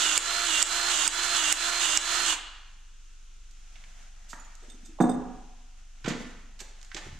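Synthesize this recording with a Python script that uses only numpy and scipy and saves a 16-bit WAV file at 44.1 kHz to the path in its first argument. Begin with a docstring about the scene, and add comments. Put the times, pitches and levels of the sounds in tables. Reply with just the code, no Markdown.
"""A battery grease gun whines on a workshop floor, right of the stereo microphones; it slows under load
and its plunger clacks once a stroke. Gear noise, shaft tones and filtered bursts make it.
It stops; the hose is laid down, the gun lifted and set aside: decaying modes give thuds and metal rattle,
short noise bursts give ticks and bumps. Shaped noise makes clothes rustle. The hall rings for most
of a second, and a slow machine, three wavering sines, hums far off over soft air noise."""
import sys
import numpy as np
from scipy import signal
from scipy.fft import rfft, irfft
from scipy.io import wavfile
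from scipy.ndimage import uniform_filter1d

SR = 44100
rng = np.random.default_rng(int(sys.argv[2]) if len(sys.argv) > 2 else 0)


def bounce(signal):
    """Save signal as a 16-bit WAV file at the path given by the first command-line argument."""
    frames = np.transpose(np.atleast_2d(signal))
    limited = np.clip(frames, -1, 1)
    pcm = np.round(limited * 32767).astype(np.int16)
    wavfile.write(sys.argv[1], SR, pcm)


N = 317079
T = np.arange(N) / SR  # seconds

# Plunger clacks. Each row: start in seconds, level in dB.
CLACKS = [(0.1778, -8.5), (0.627, -9), (1.0779, -11), (1.526, -9.5), (1.9742, -8)]
# Clack resonances. Each row: centre in Hz, width in Hz, gain in dB.
CLACK_RING = [(2540, 430, -6), (5200, 1220, -5), (8540, 2500, -4.5), (885, 220, -9.5)]
CLACK_RISE_S = .0008
STROKE_S, STOP_S, COAST_S = .449, 2.333, .018
# Nominal shaft speed over one stroke. Each row: seconds after the clack, speed in Hz.
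SHAFT_SPEED = [(0, 325), (.05, 337.5), (.12, 343.5), (.2, 346), (.276, 347), (.325, 326), (.372, 310),
               (.4, 309), (.449, 323)]
# Shaft tones before dip, flutter and shell. Each row: multiple of shaft speed, dB running free, dB loaded.
SHAFT_TONES = [(1, -55, -50.5), (2, -53, -57), (4, -49, -55), (5, -47, -55), (9, -60, -47.5),
               (10, -57, -50), (11, -62, -52), (12, -46, -53)]
FLUTTER_FREE_DB, FLUTTER_LOADED_DB = 1.8, 3.5  # each scales a random walk
# Shell modes that lift a tone gliding through. Each row: centre in Hz, width in Hz, gain in dB.
SHELL = [(2800, 130, 6), (2970, 170, 6), (3090, 90, 3), (3420, 200, 10), (4150, 220, 4)]
# Gear rattle spectrum. Each row: frequency in Hz, density in dB per Hz.
RATTLE = [(59, -75), (100, -34), (330, -17.5), (513, -20), (688, -11.5), (748, -11.5), (1370, -5),
          (2000, -7.5), (3830, -8), (4080, -11), (4350, -7), (8500, -21.5), (12400, -25.5), (14100, -44),
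          (15000, -79)]
# Gearbox shell under strain, filtered twice. Each row: centre in Hz, width in Hz, gain per pass in dB.
STRAIN = [(2890, 520, -0.5), (3500, 1200, 1)]
# Air slots, filtered twice. Each row: centre in Hz, width in Hz, gain per pass in dB.
HISS = [(6790, 1550, 6), (7810, 910, -6.5)]
# Housing knocked by loose teeth, filtered twice. Each row: centre in Hz, width in Hz, gain per pass in dB.
GROWL = [(1363, 140, 0.0065), (1426, 280, 0.0091)]
# noise levels before load and dip act on them
RATTLE_DB, STRAIN_DB, HISS_DB, GROWL_DB = -31, -39, -38, -40.5
# around each clack the gun's sound dips away, then swells back
DIP_LEAD_S, DIP_S, DIP_SHAPE = .003, 0.073, 1.68
# the plunger meets the grease late in the stroke: load rises 0-1 and holds to the clack
LOAD_S, BITE_S, LOAD_RISE_S = 0.2663, 0.016, 0.054
STRAIN_BITE_DB, STRAIN_FADE_DB_PER_S, HISS_BITE_DB = 9.5, 49, 5
RATTLE_LOADED_DB, GROWL_LOADED_DB = 0, -3.5
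# Place of the gun. Each row: frequency in Hz, left minus right in dB.
GUN_PAN = [(60, -6), (110, 2), (200, -2.5), (370, -1.5), (690, -3), (1270, -8.5), (2330, -5.5),
           (4290, -5.5), (7890, -19.5), (14500, 3)]
# Width of the gun's noise. Each row: frequency in Hz, likeness of left and right from -1 to 1.
GUN_ALIKE = [(60, 0.51), (130, 0.25), (290, 1), (630, 0.67), (1380, 0.83), (3030, 0.69), (6630, 0.19),
             (14500, 0.38)]
# Hall decay. Each row: frequency in Hz, time to fall 60 dB in seconds.
HALL = [(125, 0.91), (250, 0.71), (500, 0.72), (1000, 1), (2000, 1.0), (4000, 0.87), (8000, 0.51),
        (14000, 0.25)]
# Hall colour. Each row: frequency in Hz, gain in dB.
HALL_TILT_DB = [(100, -1.5), (500, 2.5), (2000, 1), (6000, -3), (14000, -6)]
GUN_WET_DB, THUD_WET_DB, KNOCK_WET_DB, METAL_WET_DB = -10, -6.5, -4.5, -15  # sends to the hall
# the hum is weaker while the gun runs and creeps back after
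HUM_HZ, HUM_DB, HUM_DUCK_DB, HUM_BACK_S = 23.7, -46, 4, 0.42
HUM_WAVER_DB = .25  # scales a random walk
HUM_SECOND_DB, HUM_THIRD_DB = -13, -30  # harmonics relative to the first, before wavering
# Still air of the hall. Each row: frequency in Hz, density in dB per Hz.
AIR = [(18, -33), (30, -24), (41, -12.5), (49, -21), (73, -43), (125, -40.5), (154, -38.5), (566, -49.5),
       (1110, -43.5), (1330, -38.5), (1870, -44.5), (2760, -39.5), (4650, -45), (6520, -38), (15000, -69.5)]
AIR_DB, AIR_LOW_HZ = -59.5, 36  # level before it wavers, low cut
# Width of air and cloth. Each row: frequency in Hz, likeness of left and right from -1 to 1.
AIR_ALIKE = [(60, 0.58), (130, 0.89), (290, 0.21), (630, -0.25), (1380, 0.22), (3030, 0.82), (6630, 0.024),
             (14500, -0.32)]
# Clothes and boots moving. Each row: time in seconds, level in dB before the tilt.
RUSTLE = [(3.3, -76), (3.6, -72), (3.76, -56.5), (4.25, -58), (4.4, -56), (4.66, -56), (4.8, -61),
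          (5.0, -61), (5.45, -70), (6.0, -64), (6.21, -50.5), (6.45, -64.5), (6.9, -56.5), (7.07, -48.5),
          (7.19, -57)]
# Cloth spectrum before the tilt. Each row: frequency in Hz, density in dB per Hz.
RUSTLE_COLOUR = [(71, -47), (120, -14), (141, -10.5), (179, 9), (412, -11), (735, 9.5), (1140, -6.5),
                 (1360, -3), (4410, -21), (6570, -14), (14000, -41.5)]
RUSTLE_TILT_DB = 8  # treble up, bass down
RUSTLE_SWAY_DB = 2  # scales a random walk
# A low shuffle near 95 Hz. Each row: time in seconds, level in dB.
SHUFFLE = [(7.03, -72), (7.09, -51), (7.19, -44)]
# Ticks and knocks. Each row: start in seconds, level in dB before treble shaping, centre in Hz,
# width in octaves, time to fall 60 dB in seconds.
KNOCKS = [(3.51, -49, 7000, 1.1, .03), (3.752, -47.5, 2200, 0.74, 0.097), (3.839, -41.5, 1810, 1.06, 0.022),
          (4.283, -39.5, 7500, 1.25, 0.2), (4.331, -28.5, 1240, 0.7, 0.029), (4.553, -41, 6800, .9, .015),
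          (4.698, -48, 6000, 1, 0.035), (4.855, -44.5, 7040, 0.76, 0.077), (4.985, -36, 700, 0.47, 0.096),
          (5.012, -35, 7050, 1.1, 0.063), (5.094, -43, 7500, 0.41, 0.046), (6.042, -32, 1440, 1.15, .08),
          (6.054, -29, 1190, 1.3, 0.12), (6.078, -28, 2230, 1.7, 0.1), (6.092, -31, 1840, 1, 0.15),
          (6.590, -39.5, 4000, 1.5, 0.083), (6.602, -30, 4370, 2.6, 0.063), (6.617, -45, 3950, 2.3, 0.031),
          (6.815, -39, 4030, .9, .008), (6.829, -36.5, 5000, 0.95, .012), (6.848, -40, 6000, 0.8, .01),
          (6.916, -32.5, 1920, 0.76, .03), (6.946, -26.5, 4000, 0.78, 0.027),
          (6.962, -30.5, 1860, 1.34, 0.1)]
# Treble of ticks and clacks. Each row: frequency in Hz, gain in dB.
TICK_TOP_DB = [(5500, 0), (7000, 5), (8300, -1), (9500, -14), (12500, -12), (15000, -38)]
BLUNT_T60_S, BLUNT_RISE_S = 0.076, 0.0034  # a burst this long rises this slowly; rise goes as length squared
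# Dull bumps of boots and floor. Each row: start in seconds, level in dB, centre in Hz, width in octaves,
# time to fall 60 dB in seconds.
BUMPS = [(4.331, -44, 203, 0.56, 0.085), (4.621, -50.5, 404, 0.45, 0.14), (4.68, -46.5, 287, 0.29, 0.085),
         (4.741, -46, 253, .5, .095), (4.83, -45.5, 252, .4, .1), (4.885, -43, 278, 0.35, 0.11),
         (6.044, -30.5, 152, 0.91, 0.093), (6.078, -13.5, 202, 1, 0.036), (6.1, -24.5, 201, 0.45, 0.11),
         (6.134, -38, 220, 0.42, 0.042), (6.199, -27.5, 218, 0.27, .06), (6.612, -40, 303, 1, 0.054),
         (6.944, -37, 260, 1, 0.11), (7.06, -38, 140, 1, 0.095)]
# Thuds of the gun body. Each row: start in seconds, peak in dB before bass cut and pan.
THUDS = [(5.002, -8.5), (5.008, -4), (5.04, -13.5), (5.092, -16)]
# Gun body modes. Each row: frequency in Hz, level in dB before scatter, time to fall 60 dB in seconds.
BODY = [(192, -8, 0.096), (251.3, 3.5, 0.14), (310, 2.5, 0.038), (414, -3.5, 0.081), (534, -6.5, 0.038),
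        (741, -0.5, 0.085), (908, -8.5, 0.048), (1010, -15.5, 0.037), (1233, -13, 0.079),
        (1430, -14, 0.059), (1640, -18, 0.041)]
THUD_CONTACT_MS, BODY_LOW_HZ = 0.27, 165
# Hose coupler ticking. Each row: start in seconds, peak in dB before pan.
COUPLER = [(4.3975, -46), (4.4476, -52)]
# Coupler modes. Each row: frequency in Hz, level in dB before scatter, time to fall 60 dB in seconds.
COUPLER_RING = [(6860, 4, 0.096), (9760, -13, .04), (10600, -7, 0.033), (11700, -12, 0.039)]
# Jolts that shake loose metal parts. Each row: start in seconds, peak in dB before pan.
JOLTS = [(4.6294, -54), (4.6984, -42), (4.8474, -50), (5.0034, -35.5), (5.0214, -35), (5.0928, -35)]
# Loose metal modes. Each row: frequency in Hz, level in dB before scatter, time to fall 60 dB in seconds.
METAL = [(3610, -1, .08), (3650, -8, .06), (4955, -12, .07), (6445, -3, .07), (7720, -3, .06),
         (8220, 0, .07), (8420, -2, .06), (9510, -22, .04), (10500, -21, .03), (11530, -17, .04),
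         (12470, -21, .04)]
BOUNCE_S, BOUNCE_DROP_DB = .022, 6  # mean spacing, drop per bounce
BODY_SCATTER_DB, METAL_SCATTER_DB = 2, 4
DETUNE = .003  # spread of a mode's pitch from blow to blow, as a share
THUD_PAN_DB, KNOCK_PAN_DB, BUMP_PAN_DB, METAL_PAN_DB = -5, -9.5, -3.5, -11  # left minus right
TOP_HZ = 14800


def undb(db):
    """Decibels to amplitude."""
    return 10 ** (np.asarray(db) / 20)


def level(x, db):
    """Set the RMS level of a sound."""
    return x * undb(db) / np.sqrt(np.mean(x ** 2))


def along(table, n):
    """A (Hz, value) table read at the bins of an n-point spectrum."""
    hz, value = np.transpose(table)
    return np.interp(np.log(np.arange(n // 2 + 1) * SR / n + 1), np.log(hz), value)


def shape(x, gain):
    """Filter by a gain for each bin."""
    return irfft(rfft(x) * gain, x.shape[-1])


def humps(table, n):
    """Gain of (Hz, width, dB) resonances side by side."""
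    f = np.arange(n // 2 + 1) * SR / n + 1
    return sum(undb(db) / (1 + 1j * (f / hz - hz / f) * hz / width) for hz, width, db in table)


def walk(rate):
    """Random values held 1 / rate s and smoothed twice; spread near 0.7."""
    k = int(SR / rate)
    held = np.repeat(rng.standard_normal(N // k + 1), k)
    return 0.96 * uniform_filter1d(uniform_filter1d(held, k), k)[:N]


def pair(a, b, alike):
    """Left and right from two unrelated sounds, as alike as the table says."""
    likeness = np.clip(along(alike, N), -.99, .99)
    mid = shape(a, np.sqrt((1 + likeness) / 2))
    side = shape(b, np.sqrt((1 - likeness) / 2))
    return np.array([mid + side, mid - side])


def add(out, s, y, db, pan_db):
    """Mix a short sound in at time s, panned by left minus right in dB."""
    i = int(s * SR)
    y = y[..., :N - i]
    out[:, i:i + y.shape[-1]] += y * undb(db + np.array([[pan_db], [-pan_db]]) / 2)


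def ring(modes, rise_s, scatter_db):
    """One blow on a body: its modes decay, each struck a little differently; peak 1."""
    hz, db, t60 = np.transpose(modes)[:, :, None]
    t = T[:SR // 2]
    chance = rng.standard_normal((len(modes), 2))
    strength = undb(db + scatter_db * chance[:, :1])
    tones = np.sin(2 * np.pi * hz * (1 + DETUNE * chance[:, 1:]) * t)
    decay = np.exp(-np.log(1000) * t / t60)
    y = (strength * tones * decay).sum(axis=0) * np.minimum(t / rise_s, 1)
    return y / np.abs(y).max()


def bursts(table, apart, pan_db):
    """Short noise bursts, each with its own colour and decay; longer ones start more softly."""
    out, t = np.zeros((2, N)), T[:16384]
    octave = np.log2(np.arange(8193) * SR / 16384 + 1)
    for s, db, hz, width, t60 in table:
        t60 = max(t60, .005)
        rise = BLUNT_RISE_S * (t60 / BLUNT_T60_S) ** 2
        decay = np.exp(-np.log(1000) * np.maximum(t - rise, 0) / t60)
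        swell = np.minimum((t + 1 / SR) / rise, 1) * decay
        noise = rng.standard_normal((2, 16384)) * swell
        colour = np.exp(-.5 * ((octave - np.log2(hz)) / width) ** 2)
        # shaped after the envelope, shifted to keep the filter's lead-in
        y = np.roll(shape(noise[0] + apart * noise, colour), 256, axis=1)
        # size set by energy, so one lucky sample does not decide it
        size = np.sqrt((swell ** 2).sum() / (y ** 2).sum(axis=1).mean()) / 2
        add(out, s - 256 / SR, y * size, db, pan_db)
    return out


def clack():
    """A sharp noise burst with a weaker tail rings the clack resonances; energy fixed."""
    t = T[:2048]
    snap = t / CLACK_RISE_S * np.exp(1 - t / CLACK_RISE_S)
    burst = rng.standard_normal((2, 2048)) * (snap + 0.086 * np.exp(-t / 0.0065))
    colour = humps(CLACK_RING, 2048) * undb(along(TICK_TOP_DB, 2048))
    burst = shape(burst[0] + .5 * burst, colour)
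    return burst / np.sqrt((burst ** 2).sum() / 40)


def gun():
    """Turning gears modulate rattle, growl, strain and hiss; shaft tones glide; each stroke clacks."""
    starts = np.r_[CLACKS[0][0] - STROKE_S, np.transpose(CLACKS)[0]]
    since = T - starts[np.searchsorted(starts, T) - 1]
    fallen_s = (since + DIP_LEAD_S) % STROKE_S
    dip_db = 20 * np.log10(1 - np.exp(-(fallen_s / DIP_S) ** DIP_SHAPE) + 0.0022)
    loaded_s = np.maximum(since - LOAD_S, 0)
    bite = np.minimum(loaded_s / BITE_S, 1)
    load = np.minimum(loaded_s / LOAD_RISE_S, 1)
    rattle_db = dip_db + RATTLE_LOADED_DB * load
    strain_db = 2.0 * dip_db + STRAIN_BITE_DB * bite - STRAIN_FADE_DB_PER_S * loaded_s
    hiss_db = 0.53 * dip_db + HISS_BITE_DB * bite
    growl_db = 1.7 * dip_db + GROWL_LOADED_DB * load

    running = np.exp(-np.maximum(T - STOP_S, 0) / COAST_S)
    hz = np.interp(since, *np.transpose(SHAFT_SPEED))
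    jitter = 1 + (0.00078 + 0.0027 * load) * walk(60.293)
    turns = np.cumsum(hz * running ** .25 * jitter) / SR
    # planet gears pass once in five and six shaft turns and throb the noise
    sixth = np.sin(2 * np.pi * turns / 6)
    throb = 1 + 0.047 * sixth + 0.059 * np.sin(2 * np.pi * turns / 5) + 0.28 * np.sin(2 * np.pi * turns)
    grit = throb * undb(0.93 * walk(150) + 1.0 * walk(23.66))

    def teeth():
        """Four noises, each shaped by its own part of the gun."""
        noise = rng.standard_normal((4, N)) * grit
        loose = noise[3] * undb(2.6 * walk(250))
        growl = level(shape(loose, humps(GROWL, N) ** 2), GROWL_DB)
        rattle = level(shape(noise[0], undb(along(RATTLE, N))), RATTLE_DB)
        strain = level(shape(noise[1], humps(STRAIN, N) ** 2), STRAIN_DB)
        hiss = level(shape(noise[2], humps(HISS, N) ** 2), HISS_DB)
        return undb(growl_db) * growl + undb(rattle_db) * rattle + undb(strain_db) * strain + undb(hiss_db) * hiss

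    flutter_db = FLUTTER_FREE_DB + (FLUTTER_LOADED_DB - FLUTTER_FREE_DB) * load
    tones = np.zeros(N)
    for k, free_db, loaded_db in SHAFT_TONES:
        tone_db = free_db + (loaded_db - free_db) * load + 0.62 * dip_db + flutter_db * walk(45.06)
        tones += np.sqrt(2) * undb(tone_db) * np.sin(2 * np.pi * (k * turns + rng.random()))
    tones = shape(tones, 1 + np.abs(humps(SHELL, N)))

    out = running * (pair(teeth(), teeth(), GUN_ALIKE) + tones * (1 + 0.19 * sixth))
    for s, db in CLACKS:
        add(out, s - .001, clack(), db, 0)
    pan_db = along(GUN_PAN, N)
    return shape(out, undb(np.array([pan_db, -pan_db]) / 2))


def hall(x):
    """Diffuse noise tail, each octave decaying at its own pace, partly alike left and right."""
    n = SR
    octave = np.log2(np.arange(n // 2 + 1) * SR / n + 1)
    tail = np.zeros((2, n))
    for hz, t60 in HALL:
        band = shape(rng.standard_normal((2, n)), np.exp(-(octave - np.log2(hz)) ** 2 / .5))
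        tail += band * np.exp(-np.log(1000) * T[:n] / t60) / np.sqrt(t60)
    tail = shape(tail * np.minimum(T[:n] / 0.0031, 1), undb(along(HALL_TILT_DB, n)))
    tail[1] = 0.85 * tail[0] + 0.77 * tail[1]
    tail /= np.sqrt((tail ** 2).sum(axis=1).mean())  # mean energy 1
    return signal.fftconvolve(x, tail, axes=1)[:, :N]


def background():
    """The far machine's hum, three wavering harmonics, over the still air of the hall."""
    turn = 2 * np.pi * np.cumsum(HUM_HZ + 0.12 * walk(1.944)) / SR
    duck_db = HUM_DUCK_DB * np.exp(-np.maximum(T - STOP_S, 0) / HUM_BACK_S)
    second = undb(HUM_SECOND_DB + 0.78 * walk(8)) * np.sin(2 * turn)
    third = undb(HUM_THIRD_DB + 6.2 * walk(7.1)) * np.sin(3 * turn)
    hum = undb(HUM_DB - duck_db + HUM_WAVER_DB * walk(5)) * (np.sin(turn) + second + third)
    air = shape(pair(*rng.standard_normal((2, N)), AIR_ALIKE), undb(along(AIR, N)))
    air = signal.sosfilt(signal.butter(4, AIR_LOW_HZ, "high", fs=SR, output="sos"), air)
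    return np.sqrt(2) * hum + level(air, AIR_DB) * undb(1.9 * walk(3.67))


def rustle():
    """Grainy cloth noise as the body moves, and a low shuffle of resonant noise."""
    s, db = np.transpose(RUSTLE)
    grain = undb(1.2 * walk(200) + RUSTLE_SWAY_DB * walk(22))
    grains = pair(*(rng.standard_normal((2, N)) * grain), AIR_ALIKE)
    cloth = level(shape(grains, undb(along(RUSTLE_COLOUR, N))), 0)
    low = shape(cloth, along([(900, 1), (4000, 0)], N))
    tilt = undb(RUSTLE_TILT_DB)
    tilted = low / tilt + (cloth - low) * tilt
    shuffle = level(shape(rng.standard_normal(N), humps([(96.6, 64, 0)], N) ** 2), 0)
    shuffle_db = np.interp(T, *np.transpose(SHUFFLE), left=-99)
    return undb(np.interp(T, s, db, left=-99)) * tilted + shuffle * undb(shuffle_db)


def knocks():
    """Ticks and knocks as short coloured noise bursts, dulled at the very top."""
    return shape(bursts(KNOCKS, 0.22, KNOCK_PAN_DB), undb(along(TICK_TOP_DB, N)))


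def thuds():
    """Boots and floor bump; blows ring the low modes of the gun body."""
    out = np.zeros((2, N))
    push = np.hanning(int(THUD_CONTACT_MS * SR / 1000) + 2)  # brief contact softens the blow
    for s, db in THUDS:
        y = np.convolve(ring(BODY, 0.00069, BODY_SCATTER_DB), push)
        add(out, s, y / np.abs(y).max(), db, THUD_PAN_DB)
    # the light body radiates no deep bass
    out = signal.sosfilt(signal.butter(6, BODY_LOW_HZ, "high", fs=SR, output="sos"), out)
    return out + bursts(BUMPS, 0.15, BUMP_PAN_DB)


def jingles():
    """The coupler ticks; loose metal rings at each jolt and bounces twice more, weaker each time."""
    out = np.zeros((2, N))
    for s, db in COUPLER:
        add(out, s, ring(COUPLER_RING, .002, 2.42), db, METAL_PAN_DB)
    for s, db in JOLTS:
        for k in range(3):
            delay = k * BOUNCE_S * (1 + .1 * rng.standard_normal())
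            part = ring(METAL, 0.003, METAL_SCATTER_DB)
            add(out, s + delay, part, db - k * BOUNCE_DROP_DB, METAL_PAN_DB)
    return out


def scene():
    """Close sounds go direct and, summed to mono, into the hall; cloth and background stay dry."""
    near = gun(), knocks(), thuds(), jingles()
    sends_db = GUN_WET_DB, KNOCK_WET_DB, THUD_WET_DB, METAL_WET_DB
    wet = sum(undb(db) * x for db, x in zip(sends_db, near))
    return sum(near) + hall(np.tile(wet.mean(axis=0), (2, 1))) + rustle() + background()


def record(dry):
    """The recorder rounds the loudest peaks and cuts the top."""
    rounded = .9 * np.tanh(dry / .9)
    return signal.sosfilt(signal.ellip(8, .2, 70, TOP_HZ, fs=SR, output="sos"), rounded)


dry = scene()
out = record(dry)
bounce(out)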